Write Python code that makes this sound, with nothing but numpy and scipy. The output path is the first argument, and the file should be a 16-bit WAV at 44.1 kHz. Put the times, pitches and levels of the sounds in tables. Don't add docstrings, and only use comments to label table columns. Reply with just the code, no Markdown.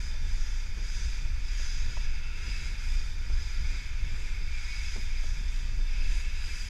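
import sys
import numpy as np
from scipy import signal
from scipy.fft import rfft, irfft
from scipy.io import wavfile
from scipy.ndimage import uniform_filter1d

SR = 44100
rng = np.random.default_rng(int(sys.argv[2]) if len(sys.argv) > 2 else 0)


def store_pcm(level_fs):
    pcm = np.round(np.clip(level_fs, -1, 1) * 32767).astype(np.int16)
    wavfile.write(sys.argv[1], SR, np.atleast_2d(pcm).T)


N = 295029
TIME = np.arange(N) / SR
FREQ = np.maximum(np.arange(N // 2 + 1) * SR / N, 1)


def undb(db):
    return 10 ** (np.asarray(db) / 20)


def curves(table):
    s, *columns = np.transpose(table)
    return [np.interp(TIME, s, column) for column in columns]


def swells(rows, sharpness=1.32):
    total_db = np.zeros(N)
    for middle_s, length_s, db in rows:
        position = np.clip((TIME - middle_s) / length_s, -.5, .5)
        total_db += db * np.maximum(np.cos(np.pi * position), 0) ** sharpness
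    return total_db


def through(x, response):
    return irfft(rfft(x, N) * response, N)


def colour(points):
    hz, db = np.transpose(points)
    return undb(np.interp(np.log(FREQ), np.log(hz), db))


def resonance(hz, width_hz):
    return 1 / (1 + 1j * (FREQ / hz - hz / FREQ) * hz / width_hz)


def noise():
    return rng.standard_normal(N) * np.sqrt(SR / 2)


def wander(rate_hz, count=512):
    return np.interp(TIME * rate_hz, np.arange(count), rng.standard_normal(count))


# middle and length in seconds, rumble swell in dB.
ROUGH_STRETCHES = [(1.93, 0.38, 4.5), (2.55, 0.6, 2.5), (3.67, 0.32, 6.5), (4.22, 0.43, 4.5), (6.05, .6, 4)]
# frequency in Hz, level in dB per Hz.
GEAR_RUMBLE = [(40, -74), (120, -73), (200, -81), (300, -89), (390, -88.5), (550, -94.5), (760, -100),
               (1500, -115), (5000, -140)]
# frequency in Hz, level in dB per Hz.
TRAIN_RUSH = [(200, -100), (760, -100), (1100, -99), (2500, -94.5), (4200, -101), (8000, -111),
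              (13000, -115), (15000, -116)]


def rolling(sway_db=2.0, sway_hz=12):
    rough_db = swells(ROUGH_STRETCHES)
    rumble = through(noise(), colour(GEAR_RUMBLE))
    rumble *= undb(rough_db - np.mean(rough_db) + sway_db * wander(sway_hz))
    return rumble + through(noise(), colour(TRAIN_RUSH))


# frequency and width in Hz, relative level in dB.
CARRIAGE_MODES = [(217, 110, 12), (374, 39, 4), (484, 46, 5.5), (610, 100, 3), (910, 230, 2.5),
                  (1220, 97, -4), (1670, 61, 0)]
# start in seconds, peak level in dB,
# centre of the blow in Hz, decay time of the rattle in seconds.
GEAR_KNOCKS = [ (.142, -46.5, 620, 0.011), (.25, -44, 140, .008), (0.772, -45.5, 338, 0.038),
               (1.05, -48, 230, 0.02), (1.597, -46, 560, 0.013), (1.969, -35.5, 1300, .002),
               (1.974, -35, 754, .003), (2.475, -45, 200, 0.017), (3.30, -43.5, 330, 0.017),
               (4.961, -35, 387, 0.0065), (4.966, -51, 1100, .006), (4.976, -41.5, 300, .016),
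               (5.232, -50, 700, .003), (5.24, -41, 430, 0.006), (5.79, -46.5, 330, 0.019)]


def knocks(rattle=0.22, size=8192):
    body = sum(undb(db) * resonance(hz, width_hz) for hz, width_hz, db in CARRIAGE_MODES)
    ring = irfft(body, N)[:size]
    age = TIME[:size]
    out = np.zeros(N + size)
    for s, db, centre_hz, rattle_s in GEAR_KNOCKS:
        push = rattle * rng.standard_normal(size) * np.exp(-age / rattle_s)
        push[0] += 2
        edges_hz = [centre_hz / np.sqrt(2), centre_hz * np.sqrt(2)]
        octave = signal.butter(1, edges_hz, "band", fs=SR, output="sos")
        blow = signal.sosfilt(octave, signal.fftconvolve(push, ring)[:size])
        start = int(s * SR)
        out[start:start + size] += undb(db) * blow / np.max(np.abs(blow))
    return out[:N]


def turbulence(spectrum, eddy_s):
    pressure = through(noise(), colour(spectrum))
    span = int(eddy_s * SR)
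    power = uniform_filter1d(uniform_filter1d(pressure ** 2, span), span)
    return pressure / np.sqrt(power)


# time in seconds, relative buffeting in dB.
AIRFLOW = [(0, -28), (0.4, -21.5), (0.55, -27), (1.0, -26), (2.1, -25), (2.4, -29.5), (2.75, -29.5),
           (3.1, -27.0), (3.85, -27), (4.3, -25), (4.7, -31), (5.1, -25), (5.6, -27.5), (6.0, -21.5),
           (6.69, -30)]
# middle in seconds, extra buffeting and flutter in dB.
MIC_GUSTS = [(.28, 1.5, 3), (1.05, 0, 7), (1.33, 1, 5.5), (1.87, 3.5, 5), (2.1, 3.5, 2), (2.94, 10, 3.5),
             (3.34, 6, 8), (3.63, 6.5, 6.5), (4.06, 2, 5), (4.48, 2.5, 3.5), (4.9, 1, 4), (5.28, 2.5, 2.5),
             (5.78, 2.5, 2.5), (6.1, 2, 2), (6.42, 0, 2.5)]
# frequency in Hz, relative level in dB.
BUFFET_SPECTRUM = [(1, -65), (4, -10.5), (12, -10.5), (17, 3.5), (28, 1), (34, -6.5), (45, -14), (65, -41),
                   (150, -81), (600, -120)]
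# frequency in Hz, relative level in dB.
FLUTTER_SPECTRUM = [(8, -56), (25, -32), (42, -4), (58, 1), (72, -7), (82, -13), (92, -13), (120, -20.5),
                    (170, -33), (280, -41.5), (2000, -95)]


def wind(buffet_db=-2.0, flutter_db=-39.5, gust_s=0.21, surge_db=1.1, surge_hz=9):
    stream_db, = curves(AIRFLOW)
    large_db = swells([(s, gust_s, db) for s, db, _ in MIC_GUSTS]) + surge_db * wander(surge_hz)
    small_db = swells([(s, gust_s, db) for s, _, db in MIC_GUSTS]) + surge_db * wander(surge_hz)
    buffets = turbulence(BUFFET_SPECTRUM, eddy_s=0.059) * undb(stream_db + large_db + buffet_db)
    flutter = turbulence(FLUTTER_SPECTRUM, eddy_s=0.12) * undb(small_db + flutter_db)
    return buffets + flutter


ECHO_LAGS = [.0037, .0061, .0094]


def reflected(x, echo_db=-12, drift_s=.00012, drift_hz=3, above_hz=4300):
    treble = signal.sosfilt(signal.butter(4, above_hz, "high", fs=SR, output="sos"), x)
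    echoes = sum(np.interp(TIME - lag - drift_s * wander(drift_hz), TIME, treble) for lag in ECHO_LAGS)
    return x + undb(echo_db) * echoes


# time in seconds, relative drive of tread and of rim in dB.
WHEEL_CREEP = [(0, -52.5, -56.0), (0.7, -51.5, -57.5), (1.2, -50.5, -54), (1.9, -50, -54),
               (2.1, -50, -50.5), (2.55, -48.5, -50), (2.95, -47.5, -55.3), (3.17, -51.4, -57),
               (3.6, -47.5, -56), (4.0, -47, -53), (4.65, -45, -53), (5.3, -51, -54), (5.8, -53, -54.5),
               (6.0, -46.7, -51.5), (6.35, -47.5, -49), (6.69, -50.5, -56)]
# middle and length in seconds, extra drive of singing, hiss and fine scraping in dB.
FLANGE_RUBS = [(0.03, 0.29, 4.5, 7, 6.5), (.43, 0.58, 4, 8.5, 5.5), (1.01, 0.58, 8.5, 10.5, 8),
               (1.642, 0.47, 10, 11.5, 8.5), (1.95, 0.46, 6.5, 8.5, 5), (2.54, .46, 9, 6.5, 9),
               (2.91, 0.53, 5.5, 6.5, 8.5), (3.524, .66, 5.5, 5, 5), (3.78, 0.29, 5, 4.5, 4),
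               (4.22, 0.43, 2.5, 2, 4), (4.84, 0.81, 10, 9, 9), (5.292, 0.33, 4.5, 6, 5.5),
               (5.558, 0.38, 5, 5, 7), (6.016, 0.43, 5, 2.5, 4), (6.166, 0.3, 2.5, 6.5, 8.5),
               (6.56, 0.64, 9, 9, 10.5)]


def rail_contact(wander_db=0.77, wander_hz=9, rub_drag=0.39):
    tread, rim = curves(WHEEL_CREEP)
    middle_s, length_s, *strengths = np.transpose(FLANGE_RUBS)
    singing, hiss, scrape = (swells(zip(middle_s, length_s, db), sharpness=1.22) for db in strengths)
    drag = rub_drag * singing
    drives = tread + drag, rim + drag, singing, hiss, scrape
    return [db - np.mean(db) + wander_db * wander(wander_hz) for db in drives]


STEEL_MODES = { "load": [(873, 75, -88, 0.15), (962, 119, -87.5, 0.27), (1704, 270, -81, 0.66),
               (1963, 125, -81.5, 0.73), (3143, 530, -87, 0.84), (3400, 65, -82.5, 1.23),
               (3581, 130, -80.5, 0.22), (3863, 410, -88, 1.3)], "mid": [(1216, 82, -89, 0),
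               (1452, 300, -82.5, 0.55)], "tread": [(2131, 57, -77, 1.0), (2225, 110, -75.5, 0.97),
               (2373, 77, -76, 1.0), (2464, 75, -77, 0.5)], "rim": [(2594, 126, -80, 1.72),
               (2644, 91, -81, 1.07), (2787, 120, -90.5, 2)], "singing": [(4386, 135, -90.5, 0.7),
               (4624, 230, -83, 0.52), (4883, 230, -81.5, 0.8), (4957, 165, -82.5, 1.05),
               (5034, 118, -79, 1.0), (5256, 310, -87.5, 0.56)], "hiss": [(5710, 350, -88, 0.85),
               (6060, 450, -88, 0.5), (6200, 260, -97, 3), (6624, 580, -89, 1.0)],
               "scrape": [(7330, 1150, -95.5, 1.0), (9220, 560, -105, 1.76), (11500, 1300, -109.5, 1)]}
# frequency in Hz, level in dB per Hz at 0 dB of drive.
SCRAPE_SPECTRUM = [(3000, -115), (6500, -102), (8000, -104), (9250, -107), (10100, -109), (11200, -111),
                   (12600, -119), (14000, -132)]
# time in seconds, extra drive in dB.
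MID_DRIVE = [(0, 0), (1.6, 0), (2.5, 3.5), (4.2, .5), (5.4, -2.5), (6.69, -3)]


def wheels(flicker_db=1.14, flicker_hz=16, judder_db=0.3, judder_hz=45, slip_db=1.0, slip_samples=32):
    tread, rim, singing, hiss, scrape = rail_contact()
    load = np.mean([tread, rim, singing, hiss], axis=0)
    mid = load + curves(MID_DRIVE)[0]
    drives = dict(load=load, mid=mid, tread=tread, rim=rim, singing=singing, hiss=hiss, scrape=scrape)
    strengths = undb(slip_db * rng.standard_normal(N // slip_samples + 1))
    slips = np.repeat(strengths, slip_samples)[:N]
    slips /= np.sqrt(np.mean(slips ** 2))
    out = through(noise() * slips, colour(SCRAPE_SPECTRUM)) * undb(scrape)
    for part, modes in STEEL_MODES.items():
        for hz, width_hz, db, swell in modes:
            force = undb(db + swell * drives[part] + flicker_db * wander(flicker_hz))
            out += through(noise() * slips * force, resonance(hz, width_hz) ** 2)
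    return out * undb(judder_db * wander(judder_hz))


def scene():
    return (reflected(wheels()) + rolling() + knocks() + wind())[None]


def record(dry, top_hz=15250, ease_s=.004):
    ease = np.clip(np.minimum(TIME, TIME[-1] - TIME) / ease_s, 0, 1)
    lowpass = signal.ellip(10, .2, 80, top_hz, fs=SR, output="sos")
    return signal.sosfilt(lowpass, dry * ease)


dry = scene()
out = record(dry)
store_pcm(out)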